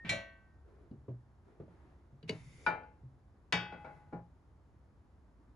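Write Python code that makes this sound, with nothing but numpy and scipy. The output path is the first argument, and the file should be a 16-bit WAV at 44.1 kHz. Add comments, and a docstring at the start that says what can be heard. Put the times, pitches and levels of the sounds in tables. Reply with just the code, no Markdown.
"""Steel clanks and rings, a table thumps and sleeves rustle over the low rumble of a small room.
An earth auger and its steel extension shaft are being joined on a cloth-covered table. A locking pin
is pulled from the auger and put down. The shaft is lifted, slides over the cloth, knocks on the collar,
then drops into it and settles. Each struck part rings with its own set of fading tones."""
import sys
import numpy as np
from scipy import signal
from scipy.fft import rfft, irfft, next_fast_len
from scipy.io import wavfile

SR = 44100
rng = np.random.default_rng(int(sys.argv[2]) if len(sys.argv) > 2 else 0)


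def persist_wave(psi):
    """Save psi, clipped to +-1, as 16-bit WAV."""
    counts = np.round(np.clip(psi, -1, 1) * 32767).astype(np.int16)
    wavfile.write(sys.argv[1], SR, np.atleast_2d(counts).T)


N = 244755
TIME = np.arange(N) / SR
AGE = TIME[:int(1.3 * SR)]   # seconds since a blow
BAND_EDGES_HZ = np.geomspace(25, 13000, 20)

# Tones of each steel part: pitch_hz, level_db, fade_s (a fade is the time to drop 60 dB)
AUGER = [(867, -20, .48), (1120, -23, .8), (1545, -10, .85), (1852, -15, .6), (1945, -5, .5),
         (2094, -15, .4), (2191, -10, .55), (2309, 4, .24), (2475, -8, .25), (2659, -14, .52),
         (2810, -12, .42), (3149, -7, .25), (3515, -11, .21), (3790, -10, .23), (3898, -13, .29),
         (4107, -3, .24), (4190, -6, .14), (5109, -20, .28), (5997, -13, .25), (6912, -15, .22),
         (7515, -9, .19), (9232, -16, .23), (9523, -19, .22), (10750, -19, .22)]
SHAFT = [(837, -9, 1.4), (1155, -15, 0.26), (1264, -16, 0.21), (1467, -10.5, .6), (1475, -10.5, 1),
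         (1527, -10, 0.61), (1683, -7.5, .44), (1745, -10.5, 0.37), (1965, 2.5, .17), (2020, -17, 1),
         (2290, 1.5, .27), (2577, -6, 0.6), (2890, -4.5, 0.35), (3000, -12, 0.3), (3252, -10, .5),
         (3359, -13, .5), (3461, -2, .1), (3623, -6, .34), (3699, -4, .26), (4452, -7, .19),
         (4700, -13, .36), (5090, -8, .15), (5340, -14.5, 0.31), (6040, -26, .24), (6880, -20, .21),
         (7180, -17, .15)]
COLLAR = [(479, -19.5, .45), (853, 1, 0.39), (879, 5.5, 0.053), (953, -1.5, 0.17), (1310, -7, 0.33),
          (1432, 3.5, .1), (1458, 10, 0.12), (1444, -3.5, 0.33), (1760, -9, .32), (2350, 3.5, 0.26),
          (2678, -21.5, 0.5), (3660, -11, 0.21), (4720, -1, 0.15), (5340, 4, 0.029)]
PIN = [(439, 4, 0.13), (634, -14, 0.24), (2200, -17, .3), (2899, 1.5, 0.074), (3628, -31, 0.63),
       (3980, 11, 0.015), (4610, 1, 0.048), (6500, -26.5, .15)]
SEATED = [(517, -3.5, 0.25), (634, -6.5, 0.3), (828, 0.5, 0.45), (1418, -3.5, 0.25), (1570, -19, 0.25),
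          (2300, -5, 0.16)]   # the shaft sitting in the collar
BLADE = [(550, -2.5, 0.42), (590, -1.5, 0.3), (659, -3, 0.46), (724.4, -12, 0.37)]
# How each part answers a blow: tones, gap_hz, clatter_db, crack_db, bass_db, fade_factor, pan_left_db
STEEL_PARTS = {"auger": (AUGER, 4750, 1.3, 4, -11.5, 1.18, 1.5),
               "blade": (BLADE, 4750, -9.5, -2, 1.5, .7, 2), "pin": (PIN, 3400, -11, 6.5, 0.45, 0.89, 2.7),
               "collar": (COLLAR, 3400, 3, 7.5, .5, .92, 4), "shaft": (SHAFT, 4050, 5, 13.9, 0, 1, 3.7),
               "seated": (SEATED, 3200, -0.71, -7, 4.7, 0.97, 3.6)}
# Steel parts knocking together or landing on the table: start_s, part, level_db, cutoff_hz
CLANKS = [(0.048, "auger", -43.5, 1550), (0.092, "auger", -33.5, 7500), (0.119, "blade", -38, 1035),
          (0.912, "pin", -80.5, 7500), (2.228, "pin", -60, 4200), (2.293, "pin", -36.5, 6940),
          (2.664, "collar", -30.5, 1850), (2.832, "collar", -62, 1500), (3.524, "shaft", -34.5, 6360),
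          (3.721, "seated", -49, 1970), (3.845, "seated", -47.5, 1650), (4.125, "seated", -44.5, 996)]
# Blows that reach the table: start_s, boom_db, boom_hz, pat_db, cutoff_hz
THUDS = [(0.047, -41.5, 176, -41, 324), (0.096, -39.5, 97.2, -35, 247), (0.136, -48.5, 200, -42.5, 330),
         (0.913, -44, 137.8, -38.5, 274), (1.082, -36, 124, -38.5, 585), (1.6, -53, 144.6, -39.5, 615),
         (1.679, -63, 175, -54, 847), (2.126, -53, 135.5, -53, 250), (2.237, -44, 160, -49.5, 300),
         (2.297, -38.5, 160.1, -35, 527), (2.669, -46, 168, -40, 474), (3.034, -44.5, 131, -52, 280),
         (3.534, -31.5, 176.7, -43, 350), (3.725, -54.5, 177.4, -44, 560), (4.129, -38.5, 171.4, -35, 419)]
# Steel scraping on steel just before a clink, first the auger, then the pin: start_s, length_s, final_db,
# cutoff_hz
SCRAPES = [(0.05, .042, -44.5, 3000), (2.277, 0.018, -48.5, 8500)]
# Hands loosen the pin, carry it, let go, reach for the shaft, lift it, line it up, push it home
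# and shift their grip: start_s, length_s, rub_db, rub_hz, rustle_db
HAND_MOVES = [(0, .1, -72.5, 400, -67), (0.63, 0.17, -64.5, 398, -76.5), (1.43, 0.042, -63, 390, -72),
              (1.656, 0.24, -69, 340, -72.5), (2.298, .2, -56, 130, -80.5), (2.57, 0.13, -63.5, 470, -76.5),
              (3.751, 0.21, -60, 145, -69), (5.35, 0.21, -72, 292, -84)]
# A crack bouncing off table and wall: delay_s, level_db
ECHOES = [(.0045, -13), (.0145, -12.5)]

# Noise colours, or how strong each pitch is: pitch_hz, level_db
ROOM_COLOUR = [(20, -27.5), (39, -12.5), (62, 2), (99, -6), (160, -13.5), (310, -17.5), (500, -25.5),
               (1000, -28.5), (1600, -37.5), (2500, -49), (5000, -50), (10500, -56.5), (12000, -76)]
RUSTLE_COLOUR = [(200, -18.5), (600, 1.5), (900, 2), (1450, -2), (2000, -6.5), (2800, -16), (6000, -26.5),
                 (11000, -31.5)]
SLIDE_COLOUR = [(410, -54.5), (700, -31), (1010, -19.5), (1880, -13), (2080, 0), (2730, -16.5), (3330, -17),
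                (3750, -13.5), (3970, -26), (4580, -16), (7580, -17), (8420, -33), (9470, -15.5),
                (11600, -32), (15000, -64), (22000, -120)]
PAT_COLOUR = [(30, -10), (80, 1), (150, 6.5), (400, 0.5), (1000, -11.5), (4000, -12.5)]   # first instant of a blow on cloth
CRACK_COLOUR = [(100, -17), (500, -2), (1200, -7.5), (2500, 5.5), (4200, -4.5), (7000, -14), (10500, -13),
                (12000, -31)]   # first instant of a blow on steel
CLATTER_COLOUR = [(60, -5), (200, -3), (500, 0.5), (900, 2.5), (1200, -2.5), (2000, -0.5), (3200, -7),
                  (4500, -7), (6500, -11.5), (8500, -23), (10500, -26.5), (12000, -31)]   # the crowd of weak tones in steel and room
# Colour of a rubbing hand: pitch_multiple, level_db
RUB_COLOUR = [(.25, -14), (.75, -6), (1, 5.5), (1.25, -8), (3, -30), (8, -52)]
# How the clatter's noisy wash and thin shimmer die away, before stretching: pitch_hz, base_fade_s
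WASH_FADES = [(100, .5), (1000, .4), (2500, .25), (5000, .17), (10000, .1)]
SHIMMER_FADES = [(2000, 0.34), (5000, 0.21), (10000, 0.14)]
# How alike the noise is in both ears: pitch_hz, likeness (1 is identical)
EAR_LIKENESS = [(60, 0.94), (200, 0.91), (600, 0.78), (2000, 0.28), (5000, 0.39), (8500, .93)]
# How far the left microphone's wave runs ahead of the right: pitch_hz, lead_radians
MIC_PHASE = [(50, 0), (700, .35), (3000, .5), (6000, .45), (7500, -1.0), (8400, -3.1), (9500, -5.4),
             (11000, -6.3)]


def from_db(db):
    """Turn decibels into a volume multiplier."""
    return 10 ** (np.asarray(db) / 20)


def at_hz(points, hz):
    """Read between a table's rows, with octaves evenly spaced."""
    pitches, values = np.transpose(points)
    return np.interp(np.log(np.maximum(hz, 1)), np.log(pitches), values)


def add(out, start_s, sound):
    """Mix a sound in at a given time."""
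    at = max(round(start_s * SR), 0)
    out[:, at:at + sound.shape[-1]] += sound[..., :N - at]


def soften(hz, cutoff_hz):
    """A soft, long contact barely stirs the pitches above its cutoff."""
    return 1 / np.sqrt(1 + (hz / cutoff_hz) ** 4.5)


def noise_spectrum(colour, size):
    """Pitches and spectrum of coloured noise, partly alike in both ears."""
    hz = np.fft.rfftfreq(size, 1 / SR)
    mid, side = rfft(rng.standard_normal((2, size)))
    alike = at_hz(EAR_LIKENESS, hz)
    gain = from_db(at_hz(colour, hz)) * (hz < BAND_EDGES_HZ[-1])
    pair = np.sqrt((1 + alike) / 2) * mid + np.sqrt((1 - alike) / 2) * side * [[1], [-1]]
    return hz, pair * gain / np.sqrt(np.mean(gain ** 2))


def hiss(colour):
    """Steady coloured noise."""
    _, spectrum = noise_spectrum(colour, next_fast_len(N, True))
    return irfft(spectrum)[:, :N]


def flutter(per_s, depth_db):
    """A volume that wanders at random."""
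    points = rng.standard_normal(4096)
    return from_db(depth_db * np.interp(TIME * per_s, np.arange(len(points)), points))


def stroke(start_s, length_s, rise_s, fade_s):
    """The volume of one movement: it swells, holds and dies away."""
    age = TIME - start_s
    return np.clip(age / rise_s, 0, 1) * from_db(-60 * np.clip((age - length_s) / fade_s, 0, 2))


def burst(colour, fades, cutoff_hz, bass_db=0, rise_s=0, gap_hz=None, sparse=False):
    """Countless weak tones blur into noise that dies band by band; the lows swell last."""
    age = AGE[:32768]
    hz, spectrum = noise_spectrum(colour, len(age))
    if sparse:   # keep only scattered high tones
        kept = rng.random(len(hz)) < 1 / 60
        spectrum *= kept / np.sqrt(kept.mean()) * (1 - soften(hz, 1100))
    if gap_hz:   # a dip where the part has few tones
        spectrum *= from_db(-18 * np.exp(-((hz - gap_hz) / 210) ** 2))
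    spectrum *= soften(hz, cutoff_hz) * from_db(bass_db * soften(hz, 1200))
    out = 0
    for low, high in zip(BAND_EDGES_HZ, BAND_EDGES_HZ[1:]):
        centre_hz = np.sqrt(low * high)
        band = irfft(spectrum * ((hz >= low) & (hz < high)))
        swell = 1 - np.exp(-age / (rise_s + .7 / centre_hz))
        out += band * swell * from_db(-60 * age / at_hz(fades, centre_hz))
    return out


def room_rumble(level_db=-61.5):
    """The room at rest: a low, steady noise."""
    return from_db(level_db) * hiss(ROOM_COLOUR)


def hands_and_sleeves(rest_db=-80):
    """With each move, hands rub hollowly and sleeves rustle; sleeves never keep quite still."""
    rub, sleeve_gain = 0, from_db(rest_db)
    for start_s, length_s, rub_db, rub_hz, rustle_db in HAND_MOVES:
        move = stroke(start_s, length_s, rise_s=.06, fade_s=1)
        rub += from_db(rub_db) * move * hiss(np.array(RUB_COLOUR) * [rub_hz, 1])
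        sleeve_gain = np.hypot(sleeve_gain, from_db(rustle_db) * move)
    rustle = sleeve_gain * hiss(RUSTLE_COLOUR) * flutter(per_s=110, depth_db=.1)
    return rub * flutter(per_s=32, depth_db=1.5) + rustle


def shaft_slide(start_s=2.28, length_s=.42, start_db=-70, rise_db_per_s=12):
    """The shaft hisses over the cloth, louder as it gathers speed."""
    level_db = start_db + rise_db_per_s * np.clip(TIME - start_s, 0, length_s)
    return from_db(level_db) * stroke(start_s, length_s, rise_s=.048, fade_s=.06) * hiss(SLIDE_COLOUR)


def table_thumps(boom_fade_s=.36, push_fade_s=.034, rebound_s=.022, board_hz=118.8):
    """A short push and a dull pat on the cloth, then the board booms at a pitch set by place and load."""
    out = np.zeros((2, N))
    for start_s, boom_db, boom_hz, pat_db, cutoff_hz in THUDS:
        boom_gain = (1 - np.exp(-AGE / .0049)) * from_db(boom_db - 60 * AGE / boom_fade_s)
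        add(out, start_s, boom_gain * np.sin(2 * np.pi * boom_hz * AGE))
        push_gain = (1 - np.exp(-AGE / .0019)) * from_db(pat_db + 4.5 - 60 * AGE / push_fade_s)
        add(out, start_s, push_gain * np.sin(2 * np.pi * .69 * cutoff_hz * AGE))
        pat = from_db(pat_db) * burst(PAT_COLOUR, [(1, .18)], cutoff_hz)   # all pitches fade in .18 s
        add(out, start_s, pat)
        # Whatever lands touches once more, softly, and wakes a low tone of the board.
        add(out, start_s + rebound_s, from_db(-8) * pat)
        add(out, start_s + rebound_s, from_db(-7) * boom_gain * np.sin(2 * np.pi * board_hz * AGE))
    return out


def steel_scrapes(rise_db=11):
    """Steel drags on steel, harder and harder: a gritty noise that grows up to the clink."""
    out = 0
    for start_s, length_s, final_db, cutoff_hz in SCRAPES:
        hz, spectrum = noise_spectrum(CRACK_COLOUR, next_fast_len(N, True))
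        grit = irfft(spectrum * soften(hz, cutoff_hz))[:, :N] * flutter(per_s=490, depth_db=2)
        level_db = final_db + rise_db * np.minimum((TIME - start_s) / length_s - 1, 0)
        out += grit * from_db(level_db) * stroke(start_s, length_s, rise_s=.002, fade_s=.065)
    return out


def singing_auger(pitch_hz=1848, level_db=-51, fade_s=1):
    """The auger is already ringing from the pin working loose."""
    return from_db(level_db - 60 * TIME / fade_s) * np.sin(2 * np.pi * pitch_hz * TIME)


def steel_ring(tones, cutoff_hz, rise_s=.0014):
    """A part's fading tones vary with where the blow lands and with the path to each ear."""
    out = 0
    chance = rng.standard_normal((len(tones), 3)) * [1, 1, .28]
    for (hz, level_db, fade_s), (extra_db, phase, ear_shift) in zip(tones, chance):
        wave = np.sin(2 * np.pi * (hz * AGE + phase) + ear_shift * np.array([[1], [-1]]))
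        out += wave * soften(hz, cutoff_hz) * from_db(level_db + extra_db - 60 * AGE / fade_s)
    return out * (1 - np.exp(-AGE / rise_s))


def steel_clanks(shimmer_stretch=1.376, crack_fade_s=.021):
    """Each blow makes the part ring, stirs a clatter of weak tones and gives a sharp, echoing crack."""
    out = np.zeros((2, N))
    for start_s, part, level_db, cutoff_hz in CLANKS:
        tones, gap_hz, clatter_db, crack_db, bass_db, fade_factor, pan_left_db = STEEL_PARTS[part]
        ears = from_db(level_db) * from_db([[pan_left_db / 2], [-pan_left_db / 2]])
        add(out, start_s, ears * steel_ring(tones, cutoff_hz))
        wash_fades = np.array(WASH_FADES) * [1, fade_factor]
        shimmer_fades = np.array(SHIMMER_FADES) * [1, fade_factor * shimmer_stretch]
        blow = dict(cutoff_hz=cutoff_hz, bass_db=bass_db, rise_s=.0019, gap_hz=gap_hz)
        wash = from_db(-3) * burst(CLATTER_COLOUR, wash_fades, **blow)
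        shimmer = from_db(-2.5) * burst(CLATTER_COLOUR, shimmer_fades, sparse=True, **blow)
        add(out, start_s, ears * from_db(clatter_db) * (wash + shimmer))
        crack = burst(CRACK_COLOUR, [(1, crack_fade_s)], cutoff_hz, rise_s=.00062)
        crack *= ears * from_db(crack_db)
        add(out, start_s, crack)
        for delay_s, echo_db in ECHOES:
            add(out, start_s + delay_s, from_db(echo_db) * crack)
    return out


def scene(grip_s=4.2, grip_db_per_s=120):
    """Mix all the sounds; once the parts are joined, a firm grip quiets the steel."""
    grip = from_db(-grip_db_per_s * np.maximum(TIME - grip_s, 0))
    steel = grip * steel_clanks() + steel_scrapes() + singing_auger()
    return steel + table_thumps() + hands_and_sleeves() + shaft_slide() + room_rumble()


def record(dry, cutoff_hz=11300):
    """The two microphone openings hear each wave slightly out of step; the top treble is cut steeply."""
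    size = next_fast_len(N + SR, True)
    hz = np.fft.rfftfreq(size, 1 / SR)
    phase_shift = np.exp(.5j * at_hz(MIC_PHASE, hz) * np.array([[1], [-1]]))
    heard = irfft(rfft(dry, size) * phase_shift, size)[:, :N]
    treble_cut = signal.ellip(10, .1, 70, cutoff_hz, fs=SR, output="sos")
    return signal.sosfilt(treble_cut, heard)


dry = scene()
out = record(dry)
persist_wave(out)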